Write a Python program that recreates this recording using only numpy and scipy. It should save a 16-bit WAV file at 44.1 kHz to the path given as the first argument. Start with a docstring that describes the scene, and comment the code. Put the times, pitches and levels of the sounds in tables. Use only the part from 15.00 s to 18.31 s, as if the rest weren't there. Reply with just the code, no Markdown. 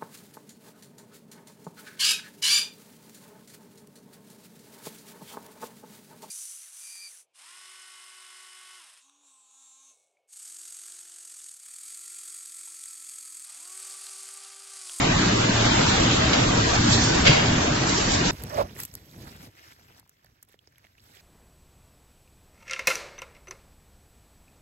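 """Sheet feeder in a large workshop

Heard close by at two ports: filtered noise makes the frame's rumble, the roar of rollers and belts,
the rush of sheets and the surging hiss of suction air. Randomly jolted resonators make loose parts rattle;
sines make the motor hum and gear mesh, and sharp resonances of noise make faint whistles. A light tap,
then a hard clack, are bursts of contacts on damped metal with a dull thud; their clatter rings in the hall."""
import sys
import numpy as np
from scipy import signal
from scipy.fft import rfft, irfft, next_fast_len
from scipy.io import wavfile

SR = 44100
rng = np.random.default_rng(int(sys.argv[2]) if len(sys.argv) > 2 else 0)


def persist_wave(psi):
    """Save psi, clipped to +-1, as 16-bit WAV."""
    counts = np.round(np.clip(psi, -1, 1) * 32767).astype(np.int16)
    wavfile.write(sys.argv[1], SR, np.atleast_2d(counts).T)


N = 145971
FFT_LENGTH = next_fast_len(N, True)
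HZ = np.fft.rfftfreq(FFT_LENGTH, 1 / SR) + 1  # 1 Hz up, so that its logarithm exists
CUTOFF_HZ = 7580


def amp(db):
    """Decibel law: 20 dB is a factor of ten in amplitude."""
    return 10 ** (np.asarray(db) / 20)


def rms_one(x):
    """Normalisation: scale to a root mean square of 1."""
    return x / np.sqrt(np.mean(x ** 2) + 1e-20)


def to_hz(x):
    """Fourier analysis: time into frequency."""
    return rfft(x, FFT_LENGTH)


def to_time(x):
    """Fourier synthesis: frequency back into time."""
    return irfft(x, FFT_LENGTH)[..., :N]


def level(rows):
    """Amplitude envelope: gain over time, interpolated in decibels."""
    return amp(np.interp(np.arange(N) / SR, *np.transpose(rows)))


def at_hz(points):
    """Frequency response: gain interpolated in decibels over log frequency."""
    hz, db = np.transpose(points)
    return amp(np.interp(np.log(HZ), np.log(hz), db))


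def drift(rate_hz):
    """Slow random modulation: white noise through a two-pole low-pass, scaled to spread 1."""
    step = 40  # samples between drawn values
    r = np.exp(-2 * np.pi * rate_hz * step / SR)
    white = rng.standard_normal(N // step + 2002)
    slow = signal.lfilter([1], [1, -2 * r, r * r], white)[2000:]  # settled part
    return np.interp(np.arange(N) / step, np.arange(len(slow)), rms_one(slow - slow.mean()))


# Stereo width, narrow in the bass: (frequency [Hz], side minus middle [dB])
SIDE_WIDTH = [(60, -40), (100, -57.5), (160, -43), (220, -35), (310, -8.5), (430, 0), (600, 6.5),
              (830, 0.8), (1160, 0), (1600, -2.5), (2230, 2), (3100, -0.5), (4300, 0), (5980, 0),
              (8300, -1)]


def spread(mid, side):
    """Spatial coherence: the two ports agree in the bass and differ above it."""
    side = to_time(to_hz(side) * at_hz(SIDE_WIDTH))
    return np.array([mid + side, mid - side])


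def noise(spectrum, shared_db, patchy_db, rate_hz):
    """Modulated noise: half-octave bands flicker partly together, partly alone."""
    in_range = (HZ >= spectrum[0][0]) * (HZ <= spectrum[-1][0])
    coloured = to_hz(rng.standard_normal((2, N))) * at_hz(spectrum) * in_range
    together = drift(rate_hz)
    place = 2 * np.log2(HZ)  # half-octave steps
    lowest = np.floor(2 * np.log2(spectrum[0][0]))
    highest = 2 * np.log2(min(spectrum[-1][0], CUTOFF_HZ))
    out = 0
    for centre in np.arange(lowest, highest + 1):
        share = np.cos(np.pi / 2 * np.clip(place - centre, -1, 1)) ** 2  # neighbours add up to 1
        flicker = amp(shared_db * together + patchy_db * drift(rate_hz))
        out = out + to_time(coloured * share) * flicker
    return spread(*rms_one(out))


def ring(clicks, modes):
    """Modal synthesis: each impulse excites exponentially decaying sine modes."""
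    out = 0
    for hz, db, t60 in modes:
        r, w = amp(-60 / (t60 * SR)), 2 * np.pi * hz / SR
        mode = signal.lfilter([0, np.sin(w)], [1, -2 * r * np.cos(w), r * r], clicks + 1e-18)
        out = out + amp(db) * mode
    return out


# Frame and floor spectrum: (frequency [Hz], relative density [dB per Hz])
RUMBLE_SPECTRUM = [(12, -43), (20, -5), (38, -3), (75, -0.5), (118, 2), (172, 1), (299, 0.5), (414, -10),
                   (464, -10), (513, -19), (600, -25.5), (780, -34), (1320, -120)]
# Rumble envelope: (time [s], level [dB])
RUMBLE_ENVELOPE = [(0.0, -25.5), (0.11, -22.5), (0.41, -24), (0.94, -23), (1.55, -22.5), (2.27, -22.5),
                   (2.77, -25), (3.31, -24.5)]


def rumble():
    """Structure-borne sound: frame and floor give low, nearly steady noise."""
    return level(RUMBLE_ENVELOPE) * noise(RUMBLE_SPECTRUM, shared_db=0.1, patchy_db=-0.23, rate_hz=6.2)


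# Loose rods and guards; level relative to the rollers
RATTLES_PER_S, RATTLE_T60_S, RATTLE_DB, RATTLE_TILT_DB_PER_OCTAVE = 400, 0.073, -5, -2
RATTLE_LOW_HZ, RATTLE_HIGH_HZ = 198.5, 7000


def rattle():
    """Random impact excitation: jolted loose parts each ring briefly at their own pitch."""
    parts = 40
    strength = amp(3.3 * np.minimum(rng.exponential(1, (2, N)), 4))
    jolts = (rng.random((2, N)) < RATTLES_PER_S / SR) * strength
    pitches = np.geomspace(RATTLE_LOW_HZ, RATTLE_HIGH_HZ, num=parts) * rng.uniform(.97, 1.03, size=parts)
    struck_part = rng.integers(0, parts, size=(2, N))
    out = 0
    for k, hz in enumerate(pitches):
        db = RATTLE_TILT_DB_PER_OCTAVE * np.log2(hz / RATTLE_LOW_HZ)
        out = out + ring(jolts * (struck_part == k), [(hz, db, RATTLE_T60_S)])
    soft = signal.sosfilt(signal.butter(1, RATTLE_HIGH_HZ, fs=SR, output="sos"), out)
    return amp(RATTLE_DB) * spread(*rms_one(soft))


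# Roller, belt and sheet spectrum: (frequency [Hz], relative density [dB per Hz])
ROLLER_SPECTRUM = [(240, -32), (400, -11.5), (641, -2.5), (943, -3), (1780, -3.5), (2140, -7), (3030, -8.5),
                   (6010, -16.5), (6890, -13.5), (7800, -18.5), (10100, -33.5), (17200, -120)]
# Envelope of rollers and rattle: (time [s], level [dB])
ROLLER_ENVELOPE = [(0.0, -26), (0.35, -28), (.55, -27.5), (0.65, -26), (1.0, -27), (1.25, -27), (1.8, -28),
                   (2.2, -28), (2.43, -27.5), (2.75, -29.5), (3.1, -29), (3.31, -28.5)]


def rollers():
    """Rolling noise: a broadband roar shares its envelope with the loose parts."""
    roar = noise(ROLLER_SPECTRUM, shared_db=0.5, patchy_db=0.85, rate_hz=30)
    return level(ROLLER_ENVELOPE) * (roar + rattle())


# Sliding sheet spectrum: (frequency [Hz], relative density [dB per Hz])
SHEET_SPECTRUM = [(1500, -17), (2200, -5), (3000, 0.5), (4000, -2), (5500, -16.5)]
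# Sheet envelope: (time [s], level [dB])
SHEET_ENVELOPE = [(0, -39.5), (.5, -36), (.64, -33), (.9, -32.5), (1.2, -33), (1.6, -46), (2.2, -44.5),
                  (2.7, -48), (3.31, -39)]


def sheets():
    """Friction noise: sliding sheets give a fluttering band of treble."""
    return level(SHEET_ENVELOPE) * noise(SHEET_SPECTRUM, shared_db=1.0, patchy_db=1.5, rate_hz=33)


# Suction hiss spectrum: (frequency [Hz], relative density [dB per Hz])
AIR_SPECTRUM = [(1200, -29.5), (2500, -2.5), (4000, 6.5), (5500, 5.5), (7000, 2), (8000, 6.5)]
# Air surges: (time [s], level [dB])
AIR_ENVELOPE = [(0, -38.5), (.36, -32.5), (.5, -37.5), (.62, -31.5), (.7, -30.5), (.95, -31), (1.12, -32.5),
                (1.3, -35.5), (1.6, -33.5), (1.7, -29.5), (1.85, -32.5), (1.93, -24.5), (2.05, -28),
                (2.2, -31), (2.45, -37.5), (2.8, -36.5), (2.9, -28.5), (3.18, -31), (3.23, -34.5),
                (3.27, -28), (3.31, -31.5)]


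def air():
    """Turbulent flow noise: suction air hisses in surges."""
    return level(AIR_ENVELOPE) * noise(AIR_SPECTRUM, shared_db=1.55, patchy_db=1.33, rate_hz=19)


PATCH_HZ, PATCH_S = 110, .04  # size of a patch
HOLLOW_FROM = .6  # hollows open where chance falls this many spreads low
# Patch contrast: (frequency [Hz], swing [dB], depth of the hollows [dB])
PATCH_CONTRAST = [(100, .5, 1), (350, .7, 3), (480, 1, 14), (750, 1, 16), (1000, 1, 7), (1700, 1, 8),
                  (2500, 1, 14), (3300, 1, 8), (4300, 1, 10), (5500, 1, 6), (7500, .7, 2)]


def patchy(x):
    """Time-frequency modulation: narrow patches swell and hollow apart in middle and side."""
    window = dict(nperseg=1024, noverlap=768)
    hz, t, z = signal.stft([x[0] + x[1], x[0] - x[1]], SR, **window)
    field = rng.standard_normal(z.shape)
    for size, axis in [(PATCH_HZ / hz[1], 1), (PATCH_S / t[1], 2)]:  # smooth along frequency, then time
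        bell = np.exp(-2 * (np.arange(-30, 31) / size) ** 2)
        field = signal.fftconvolve(field, np.expand_dims(bell, (0, 3 - axis)), "same", axes=axis)
    field = rms_one(field)
    at, *columns = np.transpose(PATCH_CONTRAST)
    swing_db, hollow_db = (np.interp(np.log(hz + 1), np.log(at), c)[:, None] for c in columns)
    hollow = np.maximum(-field - HOLLOW_FROM, 0) ** 2
    z = z * amp(swing_db * field - hollow_db * hollow)
    mid, side = signal.istft(z, SR, **window)[1][:, :N] / 2
    return np.array([mid + side, mid - side])


MOTOR_HZ, MOTOR_WANDER_RAD = 114.4, 0.58
# Motor harmonics: (multiple of MOTOR_HZ, level relative to the envelope [dB])
MOTOR_HARMONICS = [(1, -2.5), (2, -10)]
# Motor envelope: (time [s], level [dB])
MOTOR_ENVELOPE = [(0.0, -39.5), (0.05, -37), (0.64, -21.5), (0.8, -41), (0.84, -25.5), (1.05, -43),
                  (1.4, -26.5), (1.75, -34), (1.95, -19.5), (2.21, -45), (2.48, -26), (2.66, -44),
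                  (2.86, -26), (2.89, -47), (3.05, -31), (3.31, -51)]


def motor():
    """Harmonic series: a swelling hum whose phase wanders slowly."""
    wander = MOTOR_WANDER_RAD * drift(4.6)
    phase = 2 * np.pi * MOTOR_HZ * np.arange(N) / SR + wander
    hum = sum(amp(db) * np.sin(k * phase) for k, db in MOTOR_HARMONICS)
    return hum * np.sqrt(2) * level(MOTOR_ENVELOPE)


GEAR_HZ = 316.3
# Gear mesh: (multiple of GEAR_HZ, middle level [dB])
GEAR_HARMONICS = [(2, -51), (3, -44), (5, -46)]


def gears():
    """Tooth-mesh tones: harmonics with slight drifts of level and phase."""
    t, out = np.arange(N) / SR, 0
    for k, db in GEAR_HARMONICS:
        gain = amp(db + 2.0 * drift(2.4))
        cycles = k * GEAR_HZ * t + rng.random((2, 1)) + 0.036 * drift(1.5)
        out = out + gain * np.sin(2 * np.pi * cycles)
    return out


# Whistling air edges: (frequency [Hz], level [dB], width at half amplitude [Hz])
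AIR_EDGES = [(3646, -49.5, 76), (4700, -52, 26), (5820, -49.5, 29)]


def narrow(hz, width_hz):
    """Resonance: noise through a narrow peak becomes a wavering tone."""
    shape = 1 / (1 + (2 * (HZ - hz) / width_hz) ** 2)
    return rms_one(to_time(to_hz(rng.standard_normal((2, N))) * shape))


def whistles():
    """Edge tones: air edges whistle faintly as narrow resonances of noise."""
    return sum(amp(db) * narrow(hz, width) for hz, db, width in AIR_EDGES)


CONTACTS_PER_S, THUD_LAG_S = 6000, .037
# Tap, then a clack in two parts: (time [s], clatter level [dB], clatter length [s], thud level [dB])
KNOCK_EVENTS = [(1.327, -25, 0.021, -42), (2.247, -27.5, 0.023, -36), (2.259, -20, 0.038, -19.4)]
# Damped metal modes: (frequency [Hz], level [dB], 60 dB decay time [s])
METAL_MODES = [(486, -9.5, .013), (685, -12.5, .012), (1130, -12, 0.0066), (1630, -6.5, 0.0056),
               (2175, -3.5, 0.0066), (2300, -12, 0.0026), (2700, -3.5, 0.0076), (3240, -5.5, 0.0059),
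               (3610, -5, 0.0034), (4050, -6, 0.0036), (4730, -7, 0.0057), (5200, -10.5, 0.0065),
               (6640, -5, 0.002)]
# Frame panel modes: (frequency [Hz], level [dB], 60 dB decay time [s])
PANEL_MODES = [(150, 13.5, 0.065), (275, 0.5, 0.11), (322, -7.5, 0.061), (427, -3.5, 0.068)]


def knocks():
    """Impact excitation: swelling bursts of contacts ring metal parts; one push each thuds the frame."""
    t, burst, push = np.arange(N) / SR, np.zeros(N), np.zeros(N)
    for start, clatter_db, length, thud_db in KNOCK_EVENTS:
        progress = np.clip((t - start) / length, 0, 1)
        burst += amp(clatter_db) * np.sin(np.pi * progress ** 0.78) ** 2
        push[int((start + THUD_LAG_S) * SR)] = -amp(thud_db)
    busy = burst > 0
    shape = (2, busy.sum())
    clatter = 0
    for mode in METAL_MODES:  # every mode has its own contacts
        contacts = np.zeros((2, N))
        contacts[:, busy] = (rng.random(shape) < CONTACTS_PER_S / SR) * rng.standard_normal(shape)
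        clatter = clatter + ring(contacts * burst, [mode])
    return clatter, ring(push, PANEL_MODES)


HALL_T60_S, HALL_DB, WALL_CUT_HZ = 1, 0.3, 2000


def hall(x):
    """Diffuse reverberation: a dense noise tail, separate in middle and side, dulls as it decays."""
    t = np.arange(SR) / SR
    tail = rng.standard_normal((2, SR))
    dull = signal.sosfilt(signal.butter(1, WALL_CUT_HZ, fs=SR, output="sos"), tail)
    bright = tail - dull
    tail = dull * amp(-60 * t / HALL_T60_S) + bright * amp(-60 * t / (0.7 * HALL_T60_S))
    tail = tail * np.clip(t / 0.0073, 0, 1)  # the echoes build up
    return signal.fftconvolve(x, rms_one(tail) / np.sqrt(SR), axes=1)[:, :N]


def scene():
    """Superposition: all sources add at the two ports."""
    clatter, thuds = knocks()
    roar = patchy(rumble() + rollers() + sheets() + air())
    tones = spread(*(motor() + gears() + whistles()))
    impacts = spread(*(clatter + amp(HALL_DB) * hall(clatter) + thuds))
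    return roar + tones + impacts


LEFT_FLAT_HZ, PEAK = 350, .95  # balance is level up to here; amplitude ceiling
# Port balance above the bass: (frequency [Hz], left minus right [dB])
PORT_BALANCE = [(700, 1), (2000, 0.8), (4500, 0), (5500, -0.5), (6200, -4), (7600, -9.5)]


def record(dry):
    """Transducer response: port colour, soft saturation of peaks and a steep top cut."""
    tilt = np.sqrt(at_hz([(LEFT_FLAT_HZ, 0)] + PORT_BALANCE))  # half the difference to each port
    x = to_time(to_hz(dry) * [tilt, 1 / tilt])
    x = x / (1 + np.abs(x / PEAK) ** 4) ** .25
    return signal.sosfilt(signal.ellip(18, .5, 110, CUTOFF_HZ, fs=SR, output="sos"), x)


dry = scene()
out = record(dry)
persist_wave(out)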